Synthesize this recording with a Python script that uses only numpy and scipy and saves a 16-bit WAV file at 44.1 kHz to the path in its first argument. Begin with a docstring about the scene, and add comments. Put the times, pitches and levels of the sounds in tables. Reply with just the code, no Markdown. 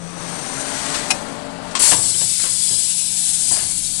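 """A factory hall, close to a pneumatic lid-sealing machine. Over a motor hum, the tray conveyor
scrapes one step along with a swell of air and clacks against its steel stop. A valve snaps, air
blasts from the exhaust and the sealing heads clunk down. Air then hisses on steadily, whistling
at the seals, over small knocks of the frame. All of it is on the left channel, through a limiter."""
import sys
import numpy as np
from scipy import signal
from scipy.fft import rfft, irfft, next_fast_len
from scipy.io import wavfile
from scipy.ndimage import uniform_filter1d, minimum_filter1d, map_coordinates

SR = 44100
rng = np.random.default_rng(int(sys.argv[2]) if len(sys.argv) > 2 else 0)


def log_audio(samples):
    """Write samples as a 16-bit WAV file to the path given in sys.argv[1]."""
    # one column per channel
    frames = np.atleast_2d(samples).T
    # limit to full scale, then quantise
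    limited = np.clip(frames, -1, 1)
    pcm = np.round(limited * 32767).astype(np.int16)
    wavfile.write(sys.argv[1], SR, pcm)


N = 176400
TIME = np.arange(N) / SR


def amp(db):
    """Decibels to gain."""
    return 10 ** (np.asarray(db) / 20)


def unit(x):
    """Scale to rms 1."""
    return x / np.sqrt(np.mean(x ** 2) + 1e-20)


def along(points, hz):
    """Read a curve of (f/Hz, value) points on a log frequency axis."""
    f, value = np.transpose(points)
    return np.interp(np.log(hz + 1), np.log(f + 1), value)


def fader(rows):
    """Gain per sample from (t/s, level/dB) rows."""
    return amp(np.interp(TIME, *np.transpose(rows)))


def wobble(rate):
    """A smooth random curve, rate knots a second."""
    return map_coordinates(rng.standard_normal(2000), [TIME * rate], mode="mirror")


def burst(start, attack, t60, hold=0):
    """Envelope that rises, holds, then falls 60 dB in t60 seconds."""
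    t = TIME - start
    return np.clip(t / attack, 0, 1) * amp(-60 * np.maximum(t - attack - hold, 0) / t60)


def filtered(x, response):
    """EQ x with a gain given as a function of frequency."""
    size = next_fast_len(N + SR // 2)
    return irfft(rfft(x, size) * response(np.fft.rfftfreq(size, 1 / SR)), size)[:N]


def rush(tone, peaks=(), ripple_db=0):
    """Noise of rms 1 shaped by an EQ, narrow resonances and the fine ripple of nearby steel walls."""
    knots = rng.standard_normal(1000)
    def colour(f):
        resonance = sum(amp(db) ** 2 * 2 / (1 + (2 * (f - hz) / width) ** 2) for hz, width, db in peaks)
        ripple = np.interp(f, np.linspace(0, SR / 2, len(knots)), knots)
        return amp(along(tone, f) + ripple_db * ripple) * np.sqrt(1 + resonance)
    return unit(filtered(rng.standard_normal(N), colour))


def reflections(x, depth_db, spacing_hz=45, drift_s=.3):
    """Steel reflections ripple the spectrum, shifting as the microphone moves; returns rms 1."""
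    hz, t, spectrum = signal.stft(x, SR, nperseg=4096)
    grid = np.meshgrid(hz / spacing_hz, t / drift_s, indexing="ij")
    ripple = map_coordinates(rng.standard_normal((600, 20)), grid, mode="mirror")
    return unit(signal.istft(spectrum * amp(depth_db * ripple), SR, nperseg=4096)[1][:N])


# Reverb decay of the hall: f/Hz, t60/s
HALL_DECAY = [(200, 1), (2000, 0.11), (10000, 0.14)]
def hall(x):
    """The factory hall's tail: the lows linger, the highs die quickly."""
    hz, t, spectrum = signal.stft(rng.standard_normal(SR // 2), SR, nperseg=256)
    decay = amp(-60 * t / along(HALL_DECAY, hz)[:, None])
    tail = signal.istft(spectrum * decay, SR, nperseg=256)[1]
    return signal.fftconvolve(x, tail / np.linalg.norm(tail))[:N]


# Background and handling rumble: t/s, level/dB
RUMBLE_FADER = [(0, -47.5), (1.5, -46), (3.0, -49.5), (3.8, -43.5)]
# Rumble EQ, all low end: f/Hz, level/dB
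RUMBLE_EQ = [(20, -6.5), (80, -5), (130, -3), (170, -8), (210, -8.5), (270, -9), (330, -19), (700, -35),
             (1500, -69)]
def low_rumble():
    """Low background rumble, with microphone handling rumble swelling near the end."""
    return fader(RUMBLE_FADER) * rush(RUMBLE_EQ)


def hum_line(hz):
    """One motor partial of rms about 1 that flutters in level and phase."""
    flutter = amp(2.0 * wobble(20))
    return np.sqrt(2) * flutter * np.sin(2 * np.pi * hz * TIME + .5 * wobble(14))


# Motor partials: f/Hz, level while feeding/dB, level while pressing/dB
MOTOR_PARTIALS = [(222, -47, -59.5), (271.2, -42.5, -57), (457, -52, -65), (590, -43.5, -69),
                  (774, -52, -67), (859, -48.5, -66)]
# Low drone, dipping early and creeping back: t/s, level/dB
DRONE_FADER = [(.35, -41), (.6, -57), (1.25, -50.5), (1.6, -46.5), (3.7, -48)]
def motor(run_up_s=0.53, feed_end_s=1.57, run_down_s=0.72):
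    """The hum swells with the conveyor's load, over a low drone."""
    load = np.clip(TIME / run_up_s, 0, 1) * np.clip(1 - (TIME - feed_end_s) / run_down_s, 0, 1)
    hum = sum(amp(pressing + (feeding - pressing) * load) * hum_line(hz)
              for hz, feeding, pressing in MOTOR_PARTIALS)
    return hum + fader(DRONE_FADER) * hum_line(hz=172.5)


# One conveyor step: t/s, level/dB
SCRAPE_FADER = [(0, -40.5), (.25, -33), (.85, -32), (1.05, -32.5), (1.3, -33.5), (1.5, -34.5), (1.9, -32),
                (2.1, -43), (2.35, -48.5), (3.0, -50.5), (3.45, -47), (3.62, -47), (3.8, -54), (4, -46.5)]
# Scrape EQ, full in the low mids: f/Hz, level/dB
SCRAPE_EQ = [(70, -36), (140, -7), (270, -9), (400, -9.5), (700, -7.5), (1100, -11), (2100, -19),
             (3100, -22.5), (5000, -24), (8000, -66)]
def conveyor():
    """The tray plates slide along with a grainy scrape."""
    grain = amp(-1.5 + 0.2 * wobble(45))
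    return fader(SCRAPE_FADER) * grain * reflections(rush(SCRAPE_EQ), depth_db=2.2)


# Swell of air from the feed cylinder: t/s, level/dB
VENT_FADER = [(0, -45), (.3, -34), (.5, -32.5), (.6, -30), (.9, -27), (1.05, -30), (1.2, -36.5),
              (1.35, -41), (1.48, -45), (1.62, -46), (1.66, -42), (1.75, -43), (1.9, -75)]
# Vent EQ, broad and airy: f/Hz, level/dB
VENT_EQ = [(600, -10.5), (1100, -3), (2100, -4), (3300, -7.5), (4400, -4.5), (5300, -7.5), (6050, -4),
           (7100, -5.5), (8500, -0.5), (9500, -5), (10300, -7), (11000, -18.5), (12000, -25), (12700, -64)]
# Whistles of the part-open vent: f/Hz, width/Hz, level over the rush/dB
VENT_WHISTLES = [(5900, 220, 5.5), (6350, 150, 5), (8550, 490, 3)]
def feed_cylinder(fully_open_s=0.88):
    """The cylinder vents: a whistle crossfades to a plain rush as the vent opens."""
    opening = np.clip(TIME / fully_open_s, 0, 1)
    vent = np.sqrt(1 - opening) * rush(VENT_EQ, VENT_WHISTLES) + np.sqrt(opening) * rush(VENT_EQ)
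    flutter = amp(0.72 * wobble(69.5))
    return fader(VENT_FADER) * flutter * reflections(vent, depth_db=3.0)


def clack(start, tone, modes, attack, t60, ring_db):
    """Steel hits steel: a dense crash with a few ringing modes."""
    ring = sum(amp(db) * burst(start, attack, decay) * np.sin(2 * np.pi * hz * TIME + .82 * wobble(150))
               for hz, db, decay in modes)
    crash = burst(start, attack, t60) * rush(tone, ripple_db=1.0)
    return crash + amp(ring_db) * ring


# Hard crash of the stop: f/Hz, level/dB
STOP_EQ = [(300, -44), (760, 1), (1800, -11.5), (2510, 0), (3460, -9), (5500, -6.5), (10100, -3.5),
           (11100, -26), (15500, -48)]
# Ring of the stop: f/Hz, level/dB, t60/s
STOP_RING = [(756, -9, 0.24), (2090, -9, 0.097), (2511, 6.5, 0.053), (4000, -9, 0.12), (5480, -5, 0.11),
             (6000, -14, 0.071)]
def end_stop():
    """The conveyor runs into its steel stop with a short, loud clack."""
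    return amp(-7) * clack(1.1035, STOP_EQ, STOP_RING, attack=.0045, t60=0.044, ring_db=-10.5)


# Bright snap of the valve: f/Hz, level/dB
VALVE_EQ = [(500, -35), (1040, -3), (2000, -2.5), (3090, -3), (4700, -2), (8540, -0.5), (12500, -38),
            (15000, -68)]
# Ring of the valve: f/Hz, level/dB, t60/s
VALVE_RING = [(1087, -2.5, 0.076), (1110, -15, 0.063), (3190, -8, 0.089)]
def valve():
    """The steel valve snaps just ahead of the air blast."""
    return amp(-18.5) * clack(1.7515, VALVE_EQ, VALVE_RING, attack=.0008, t60=0.17, ring_db=3)


def ping(start, hz, db, t60):
    """One struck mode with a sharp attack and a slightly unsteady phase."""
    return amp(db) * burst(start, .0008, t60) * np.sin(2 * np.pi * hz * TIME + .5 * wobble(22.8))


# Knock cues: t/s, frame level/dB, thud level/dB, rattle level/dB, t60/s
KNOCK_CUES = [(0.939, -38, -52, -24.5, 0.26), (1.708, -56, -66, -36.5, 0.088),
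              (1.797, -30.5, -59, -27, 0.15), (1.83, -27.5, -34.5, -20.5, 0.29),
              (1.912, -29, -45, -17, 0.11), (1.919, -20, -33.5, -24, 0.16), (1.975, -38, -38, -42, 0.21),
              (2.025, -51, -44, -46, 0.33), (2.143, -48, -45, -36, 0.11), (2.209, -34.5, -39.5, -39, 0.2),
              (2.392, -48, -56, -30.5, 0.15), (2.433, -41.5, -44, -29, 0.33),
              (2.704, -40.5, -39.5, -51, 0.22), (3.508, -33, -39.5, -41, 0.29),
              (3.557, -36.5, -52, -31, 0.59)]
# Mid layer, the frame's clunk: f/Hz, level/dB
FRAME_EQ = [(100, -19), (300, 1), (640, 4.5), (900, 8.5), (1300, -22.5), (1800, -7.5), (3000, 4),
            (6000, -58)]
# Body resonances of the frame: f/Hz, width/Hz, level/dB
FRAME_RESONANCES = [(547, 60, 2), (970, 57, 1), (1110, 66, 13), (1655, 44, 19)]
# Low layer, the machine bed's thud: f/Hz, level/dB
THUD_EQ = [(25, -4), (65, -30), (100, 3.5), (135, 1), (220, -11), (400, -7), (900, -63)]
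# Top layer, the rattle of loose parts: f/Hz, level/dB
RATTLE_EQ = [(700, -3), (1700, 4.5), (2400, 1.5), (5000, 2), (10000, 1), (11000, -27), (13000, -54)]
def head_knocks(attack=0.0057, thud_stretch=1.75):
    """Each knock rings the frame in its own way, thuds through the bed and rattles loose parts."""
    bed, out = rush(THUD_EQ), np.zeros(N)
    for start, frame_db, thud_db, rattle_db, t60 in KNOCK_CUES:
        frame = amp(frame_db) * rush(FRAME_EQ, FRAME_RESONANCES, ripple_db=3.5)
        rattle = amp(rattle_db) * rush(RATTLE_EQ, ripple_db=3.5)
        out += burst(start, attack, t60) * (frame + rattle)
        out += burst(start, attack, t60 * thud_stretch) * amp(thud_db) * bed
    return out


# Whistle cues at the seals: t/s, length/s, f/Hz, level/dB
LEAK_CUES = [(2.15, .62, 4790, -39.5), (2.66, .13, 4850, -37), (2.05, .8, 5320, -40.5),
             (2.1, .7, 4110, -44), (3.42, .17, 4880, -36), (3.55, .45, 4470, -41.5)]
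def seal_leaks(width_hz=55, waver_hz=18, fade_s=.06):
    """Thin, breathy whistles come and go at the seals, wavering in pitch."""
    out = np.zeros(N)
    for start, length, hz, db in LEAK_CUES:
        swell = np.clip(np.minimum(TIME - start, start + length - TIME) / fade_s + .5, 0, 1)
        phase = 2 * np.pi * np.cumsum(hz + waver_hz * wobble(10)) / SR
        whistle = unit(wobble(width_hz) * np.sin(phase) + wobble(width_hz) * np.cos(phase))
        out += amp(db) * swell * whistle
    return out


# Spit EQ, a narrow band of sizzle: f/Hz, level/dB
SPIT_EQ = [(5800, -21.5), (7000, -3), (8200, 9.5), (9900, -1), (11000, -34), (15500, -56)]
def air_spit():
    """One short spit of air near the end."""
    return amp(-13.5) * burst(start=3.512, attack=.012, t60=0.18) * rush(SPIT_EQ, ripple_db=4.5)


# Blast cues: t/s, level/dB, attack/s, hold/s, release t60/s
BLAST_CUES = [(1.789, -17.5, 0.0097, 0.088, 0.081), (1.819, -12.5, 0.01, 0.04, 0.12)]
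# Blast EQ, hard and bright: f/Hz, level/dB
BLAST_EQ = [(600, -31), (1000, -14.5), (3300, -10.5), (4440, -6.5), (7100, -1.5), (7530, 2.5), (10200, 1.5),
            (11200, -11.5), (13000, -28), (15500, -31)]
# Resonances of the exhaust port: f/Hz, width/Hz, level over the rush/dB
PORT_WHISTLES = [(4460, 170, -0.5), (7400, 150, 1), (9900, 480, -1)]
def exhaust():
    """Two overlapping blasts of air leave the port as the heads come down."""
    blasts = sum(amp(db) * burst(start, attack, t60, hold) for start, db, attack, hold, t60 in BLAST_CUES)
    return blasts * rush(BLAST_EQ, PORT_WHISTLES, ripple_db=-1.5)


# Hiss fader, a spike and then a long sustain: t/s, level/dB
HISS_FADER = [(1.8, -68), (1.9, -11.5), (1.98, -21), (2.6, -22), (2.8, -20.5), (3.12, -22), (3.48, -20),
              (3.58, -22), (3.75, -24.5), (4, -23)]
# Hiss EQ, mostly top end: f/Hz, level/dB
HISS_EQ = [(900, -55), (1400, -27.5), (2200, -21.5), (2860, -17), (3340, -12.5), (4200, -10), (6230, -8.5),
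           (7900, -1.5), (10100, -2.5), (10600, -8.5), (11000, -26.5), (11600, -15.5), (12300, -39),
           (12700, -74)]
# Resonances of the air paths: f/Hz, width/Hz, level over the rush/dB
HISS_WHISTLES = [(2224, 33, 2.5), (7462, 27, 5), (7760, 50, 0), (7920, 36, -2), (8350, 63, 0),
                 (9220, 29, 4.5), (9440, 42, -0.5), (9760, 45, -1)]
def press_hiss():
    """Air hisses and whistles through its paths while the heads press."""
    flutter = amp(0.89 * wobble(40))
    hiss = fader(HISS_FADER) * flutter * rush(HISS_EQ, HISS_WHISTLES)
    return np.std(hiss) * reflections(hiss, depth_db=3.3)


def scene():
    """Mix the machine hard left; only the clacks and knocks feed the hall reverb."""
    hits = end_stop() + valve() + head_knocks()
    reverb = amp(-15) * hall(hits)
    air = press_hiss() + air_spit() + seal_leaks() + exhaust()
    feed = conveyor() + feed_cylinder()
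    background = low_rumble() + motor()
    bed_boom = ping(start=1.92, hz=108, db=-36, t60=.9)  # the bed rings after the heads land
    spring_tick = ping(start=2.1425, hz=3100, db=-24, t60=.03)  # a spring ticks under the load
    machine = background + feed + hits + reverb + bed_boom + spring_tick + air
    return np.array([2 * machine, np.zeros(N)])


def record(dry, ceiling=.92, top_hz=15900):
    """A fast limiter and a brick-wall low-pass on the left; the right stays silent."""
    left, right = dry
    needed_gain = np.minimum(1, ceiling / (np.abs(left) + 1e-9))
    gain = uniform_filter1d(minimum_filter1d(needed_gain, size=45), size=45)  # about 1 ms
    return np.array([filtered(left * gain, lambda hz: hz < top_hz), right])


dry = scene()
out = record(dry)
log_audio(out)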